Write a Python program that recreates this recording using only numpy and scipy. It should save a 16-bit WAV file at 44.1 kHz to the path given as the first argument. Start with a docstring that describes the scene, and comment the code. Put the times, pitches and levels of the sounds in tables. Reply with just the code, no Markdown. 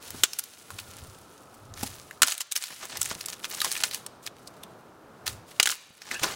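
"""Winter woods: someone on snowshoes breaks up a dry branch; sticks crack, twigs tick and rustle, snow crunches.
Breaks are noise bursts and tiny pings through wood resonances; brush and snow are dense random grains.
Thuds, woody rings and a snow squeak are short tones with noise; wind is coloured noise, with a faint whine.
Decaying noise echoes stand for the trunks that scatter every sound of the work.
A gain control ducks above a limit, holds 0.35 s and climbs back."""
import sys
import numpy as np
from scipy import signal
from scipy.fft import rfft, irfft, next_fast_len
from scipy.io import wavfile
from scipy.ndimage import uniform_filter1d, minimum_filter1d, map_coordinates

SR = 44100
rng = np.random.default_rng(int(sys.argv[2]) if len(sys.argv) > 2 else 0)


def persist_wave(psi):
    """Save psi, clipped to +-1, as 16-bit WAV."""
    counts = np.round(np.clip(psi, -1, 1) * 32767).astype(np.int16)
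    wavfile.write(sys.argv[1], SR, np.atleast_2d(counts).T)


N = 280035
TOP_HZ = 16100  # top of the grain pitches and of the final band


def amp(db):
    """Decibels to gain."""
    return np.exp(np.asarray(db) * np.log(10) / 20)


def unit(x):
    """Scale to rms 1."""
    return x / np.sqrt(np.mean(x ** 2) + 1e-20)


def along(points, hz):
    """(Hz, value) points interpolated on a log frequency axis."""
    f, v = np.transpose(points)
    return np.interp(np.log(hz + 1), np.log(f), v)


def curve(rows, axis=1):
    """One column of a timed table, one value per sample."""
    cols = np.transpose(rows)
    return np.interp(np.arange(N) / SR, cols[0], cols[axis])


def wobble(rate):
    """Smooth random curve, rate knots a second."""
    steps = np.arange(0, N + 8, 8)
    knots = rng.standard_normal(int(N * rate / SR) + 4)
    coarse = map_coordinates(knots, [steps * rate / SR])
    return np.interp(np.arange(N), steps, coarse)


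def filtered(x, response):
    """x times a response of frequency, zero phase."""
    m = next_fast_len(N + SR // 2)
    return irfft(rfft(x, m) * response(np.fft.rfftfreq(m, 1 / SR)), m)[:N]


def noise(spectrum):
    """Coloured noise of rms 1."""
    return unit(filtered(rng.standard_normal(N), lambda hz: amp(along(spectrum, hz))))


def narrow(hz, rate):
    """Fuzzy line of rms 1 on a pitch curve; rate sets how fast it flutters."""
    phase = 2 * np.pi * np.cumsum(hz) / SR
    return unit(wobble(rate) * np.sin(phase) + wobble(rate) * np.cos(phase))


def body(spectrum, modes=(), bright_db=0, size=1024):
    """Minimum-phase impulse response of energy 1: a spectrum, tilted, with resonances on top."""
    hz = np.fft.rfftfreq(size, 1 / SR)
    tilt = along([(1800, -.5), (8000, .5)], hz)
    db = along(spectrum, hz) + bright_db * tilt
    for centre_hz, width_hz, peak_db in modes:
        db = db + peak_db / (1 + (2 * (hz - centre_hz) / width_hz) ** 2)
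    cepstrum = irfft(np.log(amp(db)))
    n = np.arange(size)
    causal = 2 * cepstrum * (n < size // 2) * (n > 0)
    h = irfft(np.exp(rfft(causal)))
    return h / np.linalg.norm(h)


def grains(count, rate, spread_db, ring):
    """Tiny breaks of unequal size, rate a second, random pitch, e-folding in ring seconds; rms 1."""
    draws = rng.random((int(count * rate / SR) + 1, 4))
    start, hz, rarity, phase = draws.T[:, :, None]
    size = amp(spread_db * np.minimum(-np.log(rarity), 4))
    k = np.arange(80)
    pings = size * np.cos(2 * np.pi * (hz * TOP_HZ * k / SR + phase)) * np.exp(-k / SR / ring)
    where = (start * count).astype(int) + k
    return unit(np.bincount(where.ravel(), pings.ravel(), count)[:count])


def add(out, s, sound):
    """Mix a sound in at s seconds."""
    start = round(s * SR)
    out[start:start + len(sound)] += sound[:N - start]


def envelope(start, length, attack, t60):
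    """Rises in attack seconds, holds until length, then dies away."""
    out, t = np.zeros(N), np.arange(int((length + t60) * SR)) / SR
    decay_db = -60 * np.maximum(t - length, 0) / t60
    add(out, start, np.minimum(t / attack, 1) * amp(decay_db))
    return out


# sigh of the trees: f/Hz, density/dB per Hz
TREE_SPECTRUM = [(20, -24), (130, 0.5), (430, 1.5), (1000, -2.5), (1400, -3.5), (1900, -15), (3000, -19),
                 (6000, -24.5), (16000, -31.5)]
# faint wavering whine: t/s, f/Hz, level/dB
WHINE_TRACK = [(0, 1420, -68), (.8, 1394, -62), (1.4, 1295, -63), (2.0, 1243, -63.5), (4.5, 1417, -79)]
# wind at the microphone: f/Hz, density/dB per Hz
WIND_SPECTRUM = [(20, -13.5), (50, -14), (98, 3.5), (190, -15), (1000, -60)]
# puffs of wind: t/s, level/dB, half-width to 1/e/s
WIND_PUFFS = [(.17, -50.5, 0.071), (.75, -52, 0.026), (1.0, -54, 0.2), (1.047, -45, 0.035),
              (1.801, -48, 0.16), (3.03, -56.5, 0.16), (5.335, -47.5, 0.072), (6.27, -55, .1)]
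BREEZE_DB, FLUTTER_DB = -70, -1  # wind between puffs; its unsteadiness


def air():
    """Noise sigh of the woods, a thin far whine, and low gusts that swell and fade on the microphone."""
    sigh = amp(-53 + 1.4 * wobble(3.22)) * noise(TREE_SPECTRUM)
    whine = amp(curve(WHINE_TRACK, axis=2)) * narrow(curve(WHINE_TRACK), rate=160)
    t = np.arange(N) / SR
    wind = amp(BREEZE_DB)
    for s, db, width_s in WIND_PUFFS:
        wind = wind + amp(db) * np.exp(-np.minimum(((t - s) / width_s) ** 2, 20))
    gusts = wind * amp(FLUTTER_DB * wobble(18)) * noise(WIND_SPECTRUM)
    return sigh + whine + gusts


# crunching snow: f/Hz, density/dB per Hz
SNOW_SPECTRUM = [(40, -37), (150, -11.5), (450, -3), (1100, 6), (2700, 1.5), (5000, 1.5), (8000, -2),
                 (12000, -18), (16000, -32)]
# snowshoe presses into snow: t/s, length/s, level/dB
SNOW_STEPS = [(2.698, 0.025, -32), (2.798, 0.05, -34), (2.892, 0.074, -38), (3.104, 0.011, -31),
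              (3.504, 0.095, -45), (3.649, 0.015, -32), (6.042, 0.079, -39.5), (6.111, 0.04, -28),
              (6.211, 0.12, -34), (6.23, 0.01, -25)]
STEP_ATTACK_S, STEP_T60_S = 0.0081, 0.088
SOLE_DB = -10  # re crunch


def snow():
    """Ice grains collapse in little avalanches over the dull press of the sole."""
    weight = np.zeros(N)
    for start, length, db in SNOW_STEPS:
        weight += amp(db) * envelope(start, length, STEP_ATTACK_S, STEP_T60_S)
    crystals = grains(N, rate=5500, spread_db=1.6, ring=0.00064) * amp(3 * wobble(140))
    crunch = unit(signal.fftconvolve(crystals, body(SNOW_SPECTRUM))[:N])
    press = noise([(40, -12), (150, 3), (500, 6.5), (1000, -8), (2500, -12.5)])
    sole = amp(SOLE_DB + 2.7 * wobble(60)) * press
    return weight * (crunch + sole)


# one squeak of packed snow: t/s, length/s, level/dB
SNOW_SQUEAK = (6.14, 0.028, -33.5)
# snowshoe frame resonances: f/Hz, level/dB
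FRAME_MODES = [(1590, -3), (2610, -1)]
SQUEAK_RISE_PER_S = 1.57  # relative pitch rise


def squeak():
    """Packed snow slips and rings the frame; the pitch rises as the weight comes on."""
    start, length, db = SNOW_SQUEAK
    rise = 1 + SQUEAK_RISE_PER_S * np.clip(np.arange(N) / SR - start, 0, length)
    ring = sum(amp(level_db) * narrow(hz * rise, rate=330) for hz, level_db in FRAME_MODES)
    return amp(db) * envelope(start, length, STEP_ATTACK_S, t60=0.067) * ring


# dull bumps of branch and snowshoe: t/s, level/dB, f/Hz
DULL_BUMPS = [(0.144, -34, 250), (1.831, -24, 234), (3.114, -33.5, 219), (3.158, -39.5, 161),
              (5.904, -37, 160), (6.216, -32, 120)]


def thuds():
    """A soft blow is a couple of low cycles and a dull puff."""
    out, t = np.zeros(N), np.arange(SR // 8) / SR
    puff = body([(100, -6.0), (1100, 1.5), (2200, -18.0), (8000, -44.5)])
    for s, db, hz in DULL_BUMPS:
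        dust = signal.fftconvolve(rng.standard_normal(len(t)), puff)[:len(t)]
        blow = 1.6 * np.sin(2 * np.pi * hz * t) + 0.89 * dust
        add(out, s, amp(db - 60 * t / 0.031) * (1 - np.exp(-t / .0015)) * blow)
    return out


# rustling twigs: f/Hz, density/dB per Hz
RUSTLE_SPECTRUM = [(100, -27), (700, -11), (1800, -2.5), (3500, -1), (8000, -1.5), (10500, -2),
                   (12000, -7.5), (16000, -7.5)]
CLACK_DB, CLACK_HZ = 2.5, 2700  # gain re ticks, median pitch


def clacks(gain, count):
    """Side twigs tap at random moments, each with one woody resonance, as loud as the ticking allows."""
    out, t = np.zeros(N), np.arange(SR // 80) / SR
    for at, pitch in zip(rng.integers(0, N, count), rng.standard_normal(count)):
        hz = CLACK_HZ * np.exp(.5 * pitch)
        contact = rng.standard_normal(len(t)) * amp(-60 * t / .011)
        tap = np.convolve(contact, body(RUSTLE_SPECTRUM, [(hz, 0.34 * hz, 14)], size=256))
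        add(out, at / SR, gain[at] * amp(CLACK_DB) * tap)
    return out


# twig rustle, and splinter showers after big breaks: t/s, length/s, level/dB, t60/s, tick share of power/0-1
RUSTLE_BURSTS = [(0.0, 0.43, -46, 3.9, 0.42), (0.755, 0.19, -53.5, 1.4, 0.84),
                 (1.135, 0.63, -66.5, 0.89, 1), (1.75, 0.081, -42, 1.27, 0.72),
                 (2.227, 0.075, -18.5, 0.37, 1), (2.545, 0.11, -29, 0.83, 0.68),
                 (2.956, 0.13, -40, 0.69, 0.82), (3.186, 0.079, -45.5, 1.4, 1),
                 (3.465, 0.11, -40.5, 0.38, 1), (3.602, 0.15, -35, 0.49, 0.76),
                 (3.837, 0.025, -34, 0.18, 0.74), (3.922, 0.016, -37, 0.29, 0.5),
                 (4.214, 0.051, -47.5, 0.085, 0.9), (4.337, 0.23, -65.5, 1.4, 0.9),
                 (5.258, 0.0095, -35, 0.26, 0.38), (5.453, 0.2, -54, 0.73, 0.5),
                 (5.689, 0.04, -21, 0.16, 0.6), (5.766, 0.48, -48.5, 1.1, 0.87)]
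RISE_SHARE, RISE_MAX_S = 0.65, 0.035  # attack as share of length, capped
HANDLING_DB, HANDLING_WANDER_DB = -78, 1  # the branch never lies quite still in the hands
STRAY_DB = -6  # single fibres re dense ticking


def brush():
    """Twigs rustle and splinters shower: clumps of tiny ticks and a few taps on a soft hiss."""
    handling = amp(HANDLING_DB + HANDLING_WANDER_DB * wobble(12))
    tick_power = hiss_power = handling ** 2 / 2
    for start, length, db, t60, share in RUSTLE_BURSTS:
        attack = min(RISE_SHARE * length, RISE_MAX_S)
        power = (amp(db) * envelope(start, length, attack, t60)) ** 2
        tick_power = tick_power + share * power
        hiss_power = hiss_power + (1 - share) * power
    dense = unit(grains(N, rate=1400, spread_db=3.0, ring=0.00018) * amp(5.1 * wobble(80)))
    stray = grains(N, rate=36, spread_db=3.5, ring=0.0001)
    ticks = np.sqrt(tick_power) * unit(dense + amp(STRAY_DB) * stray)
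    hiss = np.sqrt(hiss_power) * amp(1.3 * wobble(45)) * rng.standard_normal(N)
    rustle = signal.fftconvolve(ticks + hiss, body(RUSTLE_SPECTRUM))[:N]
    return rustle + clacks(np.sqrt(tick_power), count=240)


# dry tick of thin wood: f/Hz, density/dB per Hz
TICK_SPECTRUM = [(60, -33.5), (500, -14), (1400, -4), (3500, -3.5), (9000, -5), (12000, -8.5),
                 (16000, -11.5)]
# woody knocks, the ring of heavy breaks, and one very high tick: t/s, level/dB, f/Hz
WOOD_RINGS = [(0.1053, -33, 14500), (0.7043, -35, 1103), (0.789, -34, 2600), (1.739, -41, 5910),
              (1.83, -32.5, 820), (2.11, -36.5, 1930), (2.2199, -1.5, 1350), (2.231, -1, 1370),
              (3.617, -27.5, 1214), (3.646, -29.5, 1066), (3.753, -29.5, 2750), (3.765, -30.5, 2500),
              (3.844, -29.5, 2600), (4.064, -29.5, 8400), (4.274, -31.5, 3076), (5.5985, -2.5, 2416),
              (5.6, -13.5, 1460), (5.673, -11, 1540)]


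def knocks():
    """A short dry noise burst and one decaying sine mode; low modes last longer."""
    out, t = np.zeros(N), np.arange(SR // 20) / SR
    for s, db, hz in WOOD_RINGS:
        burst = rng.standard_normal(len(t)) * amp(-60 * t / 0.017)
        clack = signal.fftconvolve(burst, body(TICK_SPECTRUM, [(hz, hz, 14)]))[:len(t)]
        ring = np.sin(2 * np.pi * hz * t) * amp(-60 * t * hz / 42)  # -60 dB in 42 cycles
        add(out, s, amp(db) * (1.74 * clack + 1.3 * ring))
    return out


LEAD_S = .012  # bending before a break


def fracture(t60, crack_db, splinter_db, splinter_t60, warning):
    """Fibres tick in warning, the core cracks at LEAD_S, the rest rush, splinters follow; first 4 ms rms 1."""
    t = np.arange(SR // 12) / SR - LEAD_S
    after, before = np.maximum(t, 0), np.minimum(t, 0)
    crack = amp(crack_db) * (t > 0) * np.exp(-after / .0004)
    failing = amp(-60 * after / t60) * (1 - np.exp(-after / 0.00051))
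    rush = rng.standard_normal(len(t)) * (crack + failing)
    splinters = grains(len(t), 2600, 1.4, ring=0.000085)
    splinters *= amp(splinter_db - 60 * after / splinter_t60) * np.exp(before / warning)
    burst = rush + splinters
    return burst / np.sqrt(np.mean(burst[(t > 0) & (t < .004)] ** 2))


# small twigs break: t/s, level/dB, brightness/dB
TWIG_BREAKS = [(0.3337, -25, 9), (0.3889, -19, 13.5), (0.393, -17, 14), (0.439, -30.5, 15),
               (0.787, -36.5, 0), (0.799, -36, 12), (1.8333, -26, 13), (2.3797, -14.5, 13),
               (2.4071, -8.5, 6), (2.415, -13, 8), (2.5164, -15, 9), (2.522, -7.5, 10), (2.5568, -11, 11),
               (2.563, -4, 4.5), (2.5746, -12, 7), (2.6389, -14.5, 4), (2.854, -30, 21),
               (2.9716, -26, 10.5), (3.0155, -19.5, 9), (3.0297, -27, 19), (3.057, -28, 21),
               (3.2105, -31, 3), (3.26, -27.5, 17), (3.2853, -31, 5), (3.3304, -34, -5),
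               (3.4441, -28.5, -5), (3.452, -29.5, -1), (3.513, -34, -2), (3.604, -26.5, 8),
               (3.617, -22, 5.5), (3.646, -22, 2), (3.7167, -25, 11), (3.725, -27.5, 13), (3.7675, -35, 9),
               (3.7755, -32, -4), (3.912, -30, -1), (3.9463, -26, 9.5), (4.2648, -31, 2.5),
               (4.4746, -39.5, 7), (4.635, -38, 7.5), (5.267, -28, 0.5), (5.2776, -23, 1.5),
               (6.019, -29, -9), (6.1132, -22.5, -8), (6.196, -30, -10), (6.234, -20.5, 2)]
TWIG_T60_S, HALVING_DB = 0.015, 21  # t60 at 0 dB brightness; brightness that halves it


def twigs():
    """Thin twigs crackle as they bend and break, the brightest quickest, each with its own resonances."""
    out = np.zeros(N)
    for s, db, bright_db in TWIG_BREAKS:
        ring_hz = 3600 * np.exp(.55 * rng.standard_normal(3))
        modes = [(hz, 0.29 * hz, 5) for hz in ring_hz]
        thickness = .5 ** (bright_db / HALVING_DB)
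        burst = fracture(t60=TWIG_T60_S * thickness, crack_db=2.0, splinter_db=-9,
                         splinter_t60=0.06 * thickness, warning=0.003 * thickness)
        add(out, s - LEAD_S, amp(db) * signal.fftconvolve(burst, body(TICK_SPECTRUM, modes, bright_db)))
    return out


# breaking wood: f/Hz, density/dB per Hz
FRACTURE_SPECTRUM = [(40, -30.5), (300, -8), (650, -5.5), (1200, -2), (1800, -0.5), (2600, 1), (9000, -6.5),
                     (12000, -15), (16000, -14.5)]
# dry stick resonances before length scatter: f/Hz, width/Hz, peak/dB
WOOD_MODES = [(1470, 320, 8.5), (2270, 450, 1.5), (3100, 530, 5.5), (4700, 1100, 3), (7000, 1200, 4)]
# sticks break: t/s, level/dB, brightness/dB
STICK_BREAKS = [(0.2353, -2, 13), (2.2198, 7, 10.5), (2.2308, 5.5, 11.5), (2.2732, -7, 13),
                (2.2817, -6.5, 8), (2.3208, -8.5, 13), (3.836, -16, 8.5), (5.599, 1, 4.5), (5.6287, -2, 14),
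                (5.657, -7.5, 7), (5.661, -9, 24), (5.673, -7, 9), (5.6897, -11.5, 16), (5.697, -13.5, -4),
                (5.7031, -12, 20), (5.715, -14.5, 15), (5.7224, -17, -13)]


def sticks():
    """Each break rings the stick; the pieces differ a little in length."""
    out = np.zeros(N)
    for s, db, bright_db in STICK_BREAKS:
        pitch_ratio = np.exp(.05 * rng.standard_normal())
        modes = [(hz * pitch_ratio, width_hz, peak_db) for hz, width_hz, peak_db in WOOD_MODES]
        burst = fracture(t60=0.018, crack_db=-5.5, splinter_db=-14.5, splinter_t60=0.059, warning=0.0003)
        wood = body(FRACTURE_SPECTRUM, modes, bright_db)
        add(out, s - LEAD_S, amp(db) * signal.fftconvolve(burst, wood))
    return out


def echo(x, t60_points, delay):
    """Scattered sound: a noise tail that builds up over delay and dies at its own speed per frequency."""
    hz, t, z = signal.stft(rng.standard_normal(SR), SR, nperseg=256)
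    decay = amp(-60 * t / along(t60_points, hz)[:, None])
    tail = signal.istft(z * decay, SR, nperseg=256)[1]
    tail = tail * (1 - np.exp(-np.arange(len(tail)) / SR / delay))
    return signal.fftconvolve(x, tail / np.linalg.norm(tail))[:N]


def scene():
    """Near trunks answer at once, the deep woods faintly and for longer."""
    work = snow() + squeak() + thuds() + brush() + knocks() + twigs() + sticks()
    near = echo(work, [(300, 0.12), (2000, 0.063), (12000, 0.034)], delay=0.0015)
    diffuse = work * unit(wobble(2200))  # scattering blurs the stick's own resonances
    far = echo(diffuse, [(200, 0.47), (1500, 0.98), (4000, 1.0), (12000, 0.35)], delay=0.028)
    return (air() + work + amp(-16.5) * near + amp(-25.5) * far)[None]


def gain_control(x, limit_db, hold, release_db):
    """Gain drops at once above the limit, holds, then climbs back by release_db a second."""
    power = np.abs(uniform_filter1d(x ** 2, SR // 400))
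    over_db = np.maximum(10 * np.log10(power + 1e-12) - limit_db, 0)
    half = int(hold * SR / 2)
    held_db = -minimum_filter1d(-over_db, 2 * half + 1, origin=half, mode="constant")
    ramp_db = release_db * np.arange(N) / SR
    cut_db = np.maximum.accumulate(held_db + ramp_db) - ramp_db
    pole = np.exp(-1 / (0.000093 * SR))
    return x * amp(-signal.lfilter([1 - pole], [1, -pole], cut_db))


def record(dry):
    """Camera: gain control, soft clipping of what slips past it, and a band limit."""
    x = gain_control(dry[0], limit_db=-7.5, hold=0.35, release_db=39)
    x = x / (1 + np.abs(x / .53) ** 6) ** (1 / 6)
    return filtered(x, lambda hz: 1 / (1 + (hz / TOP_HZ) ** 120))[None]


dry = scene()
out = record(dry)
persist_wave(out)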